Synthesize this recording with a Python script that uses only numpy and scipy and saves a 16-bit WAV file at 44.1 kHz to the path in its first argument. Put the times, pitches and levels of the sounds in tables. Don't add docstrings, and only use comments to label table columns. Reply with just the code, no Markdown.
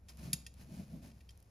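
import sys
import numpy as np
from scipy import signal
from scipy.fft import rfft, irfft, next_fast_len
from scipy.io import wavfile
from scipy.ndimage import uniform_filter1d, map_coordinates

SR = 44100
rng = np.random.default_rng(int(sys.argv[2]) if len(sys.argv) > 2 else 0)


def unload_wav(signal):
    wavfile.write(
        sys.argv[1],
        SR,
        np.round(np.clip(np.atleast_2d(signal).T, -1, 1) * 32767).astype(np.int16),
    )


N = 66150


def clinks():
    # (time [s], handle gain [dB], jaw gain [dB], horseshoe gain [dB], grit gain [dB],
    # treble tilt [dB/octave], grinding time [s])
    contacts = [(.0848, -75, -71, -76, -58, -8.5, 0.0082), (.0922, -77, -54, -94, -58.5, 3, 0.0035),
                (.3308, -37, -50, -33.5, -39, 4, 0.0021), (.4645, -50, -68, -56, -52.5, -2.5, 0.0014),
                (1.113, -78, -71, -78.5, -77, -6, 0.0045), (1.2054, -76.5, -83.5, -74, -72.5, -8.5, .006),
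                (1.2902, -75.5, -56, -72, -64, -8, 0.0032),
                (1.3055, -79, -70.5, -79.5, -62.5, -9.5, 0.00064)]
    # (frequency [Hz], gain [dB], t60 [s])
    handle_modes = [(1880, -8, .04), (2670, -2.5, .035), (3280, -3, .036), (4190, -14, .04),
                    (4940, -3, .03), (5660, -10, .04), (6630, -7, .04), (6875, 1, .038), (8680, -4, .045),
                    (9000, -7, .03), (9665, 2, .033)]
    jaw_modes = [(3183, -6, .04), (4990, -4, 0.046), (5470, -6.5, .035)]
    shoe_modes = [(2375, -4, .025), (2713, -10, .06), (3710, -4, .035), (4480, -2, .03), (4772, -8, .035),
                  (4980, 0, .025), (7190, -10, .045), (7750, -4, .03), (9880, -3, .028), (10700, -7, .028),
                  (11045, -1.5, .032), (11590, -7, .042), (13450, -8, .02), (14000, -8, .018)]
    # (frequency [Hz], relative density [dB])
    grit_spectrum = [(300, -26.5), (1200, -10), (2400, -6), (3000, -5.5), (5000, 0), (11000, -3),
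                     (12600, -14), (15500, -6.5)]
    out = np.zeros((2, N))
    for start, handle_db, jaw_db, shoe_db, grit_db, tilt_db, hold in contacts:
        t = since(start)
        for modes, db in (handle_modes, handle_db), (jaw_modes, jaw_db), (shoe_modes, shoe_db):
            out += amp(db) * iron_ring(modes, t, hold, tilt_db)
        scrape = strike(t, hold, t60=0.057)
        trickle = amp(-19) * strike(t, hold, t60=0.3)
        out += amp(grit_db) * (scrape + trickle) * noise(grit_spectrum)
    return out


def iron_ring(modes, t, hold, tilt_db):
    out = np.zeros(N)
    for hz, db, t60 in modes:
        phase = 2 * np.pi * (hz * t + rng.random()) + 0.35 * wobble(300)
        gain = amp(db + tilt_db * np.log2(hz / 5000))
        out += gain * strike(t, hold, t60) * np.sin(phase)
    return out


def thump():
    t = since(0.3355)
    pitch_hz = 160.7
    return amp(-27) * strike(t, hold=0, t60=0.044, attack_s=0.002) * np.sin(2 * np.pi * pitch_hz * t)


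def raking():
    # (time [s], gain [dB])
    strokes = [(0, -92), (.078, -80), (.1, -60), (.125, -71), (.168, -74.5), (.192, -62.5), (.22, -64),
               (.24, -59), (.268, -59.5), (.3, -65), (.45, -75.5), (.52, -84), (.615, -63), (.655, -73.5),
               (.75, -64.5), (.8, -64.5), (.87, -73.5), (.94, -70), (1.015, -75.5), (1.038, -63.5),
               (1.09, -67.5), (1.135, -78), (1.165, -74.5), (1.25, -79.5), (1.31, -78), (1.5, -79.5)]
    # (frequency [Hz], relative density [dB])
    crunch_spectrum = [(150, 3.5), (400, 5.5), (700, 7), (1300, 1.5), (2200, 2), (3400, -1.5), (5000, 0),
                       (6500, -2), (10000, -0.5), (12500, -6), (15500, -2.5)]
    # (frequency [Hz], width [Hz], relative level [dB])
    resonances = [(2510, 143, 2.5), (4250, 160, -6.5), (5070, 220, -1.5), (6630, 250, -6)]
    grains_per_s, spread_db, cap_db = 1500, 5.5, 7.5
    size_db = np.minimum(spread_db * rng.standard_normal(N), cap_db)
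    onsets = rng.random(N) < grains_per_s / SR
    grains = onsets * amp(size_db) * np.sign(rng.standard_normal((2, N)))
    crunch = amp(-1.5) * coloured(grains, crunch_spectrum)
    rub = amp(0.5) * noise(crunch_spectrum)
    iron = lambda f: sum(amp(db) * 1j * f * width / (hz * hz - f * f + 1j * f * width)
                         for hz, width, db in resonances)
    ringing = amp(-10.5) * unit(diffuse(filtered(grains, iron)))
    return amp(curve(strokes)) * (crunch + rub + ringing)


def coal_ticks():
    # (time [s], gain [dB])
    ticks = [(0.1714, -47.5), (0.5404, -51.5), (1.375, -53.5), (1.402, -56), (1.4263, -53)]
    # (frequency [Hz], relative density [dB])
    tick_spectrum = [(500, -16), (2500, 0), (10000, 9.5), (15500, 2)]
    bursts = sum(amp(db) * strike(since(start), hold=0, t60=0.0088) for start, db in ticks)
    return bursts * noise(tick_spectrum)


def flames():
    # (time [s], level [dB])
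    flares = [(0, -74.5), (.16, -63.5), (.2, -53), (.29, -44.5), (.32, -51), (.37, -58), (.43, -63),
              (.55, -68.5), (.62, -57), (.68, -58.5), (.735, -46.5), (.765, -54), (.805, -40.5), (.85, -58),
              (.89, -58), (.945, -44), (1.01, -57), (1.05, -53.5), (1.16, -63), (1.3, -80), (1.5, -75)]
    # (frequency [Hz], relative density [dB])
    flutter_spectrum = [(30, -28.5), (80, -12), (125, -1), (165, 0), (235, -4.5), (320, -16), (440, -26),
                        (650, -20.5), (1000, -45.5), (2500, -50)]
    flutter = noise(flutter_spectrum)
    power = uniform_filter1d(np.mean(flutter ** 2, axis=0), size=1500)
    steady = flutter / np.sqrt(np.abs(power) + 1e-6)
    return amp(curve(flares)) * steady


def drone():
    # (time [s], level [dB])
    swell = [(0, -57), (.35, -55), (.7, -61.5), (1, -61.5), (1.3, -60), (1.5, -72.5)]
    pitch_hz, waver_hz, waver_db = 65.6, 1.64, 1.4
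    phase = 2 * np.pi * np.cumsum(pitch_hz + waver_hz * wobble(14)) / SR
    return amp(curve(swell) + waver_db * wobble(27)) * unit(np.sin(phase))


def yard_air():
    # (frequency [Hz], relative density [dB])
    air_spectrum = [(20, -5), (35, -8.5), (80, 5), (120, -4), (250, -16.5), (600, -22), (1300, -31),
                    (2200, -37.5), (3200, -45), (9000, -42), (15500, -47.5)]
    return amp(-62.5) * noise(air_spectrum)


def workshop(x):
    # (frequency [Hz], t60 [s])
    decay_times = [(150, 0.15), (2000, 0.44), (7000, 0.45), (11000, 0.29), (15000, 0.21)]
    hz, t, spectra = signal.stft(rng.standard_normal((2, SR // 2)), SR, nperseg=256)
    decay = np.exp(-np.log(1000) * t / along(decay_times, hz)[:, None])
    tail = signal.istft(spectra * decay, SR, nperseg=256)[1]
    tail /= np.linalg.norm(tail[0])
    return diffuse(signal.fftconvolve(x.mean(axis=0)[None], tail, axes=1)[:, :N])


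def diffuse(pair):
    # (frequency [Hz], correlation [0-1])
    likeness = [(60, 1), (300, 0.95), (700, 0.55), (1500, 0.21), (3600, 0.68), (5700, .6), (8000, 1),
                (15000, 0.97)]
    angle = lambda hz: np.arccos(np.clip(along(likeness, hz), -1, 1)) / 2
    mid, side = filtered(pair, lambda hz: np.array([np.cos(angle(hz)), np.sin(angle(hz))]))
    return np.array([mid + side, mid - side])


def coloured(pair, spectrum):
    return unit(diffuse(filtered(pair, lambda hz: amp(along(spectrum, hz)))))


def noise(spectrum):
    return coloured(rng.standard_normal((2, N)), spectrum)


def filtered(x, response):
    size = next_fast_len(N + SR // 2)
    return irfft(rfft(x, size) * response(np.fft.rfftfreq(size, 1 / SR)), size)[..., :N]


def strike(t, hold, t60, attack_s=0.00048):
    return (1 - np.exp(-t / attack_s)) * np.exp(-np.log(1000) * np.maximum(t - hold, 0) / t60)


def since(start):
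    return np.maximum(np.arange(N) / SR - start, 0)


def wobble(rate):
    return map_coordinates(rng.standard_normal(int(N * rate / SR) + 4), [np.arange(N) * rate / SR])


def curve(rows):
    return np.interp(np.arange(N) / SR, *np.transpose(rows))


def along(points, hz):
    freqs, values = np.transpose(points)
    return np.interp(np.log(hz + 1), np.log(freqs + 1), values)


def amp(db):
    return 10 ** (np.asarray(db) / 20)


def unit(x):
    return x / np.sqrt(np.mean(x ** 2) + 1e-20)


def scene():
    work = clinks() + thump() + raking() + coal_ticks()
    return work + amp(-18.5) * workshop(work) + flames() + drone() + yard_air()


def record(dry):
    # (frequency [Hz], phase [rad])
    left_lead = [(0, 0), (900, .4), (4000, .1), (5200, .7), (7000, -1.4), (8100, -3.14), (11200, -6.28),
                 (12200, -6.28), (14600, -9.42)]
    balance_db, top_hz = [[0.3], [-0.3]], 15800
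    ports = lambda hz: np.exp(1j * np.array([[1], [0]]) * np.interp(hz, *np.transpose(left_lead)))
    return filtered(dry * amp(balance_db), lambda hz: ports(hz) * (hz < top_hz))


dry = scene()
out = record(dry)
unload_wav(out)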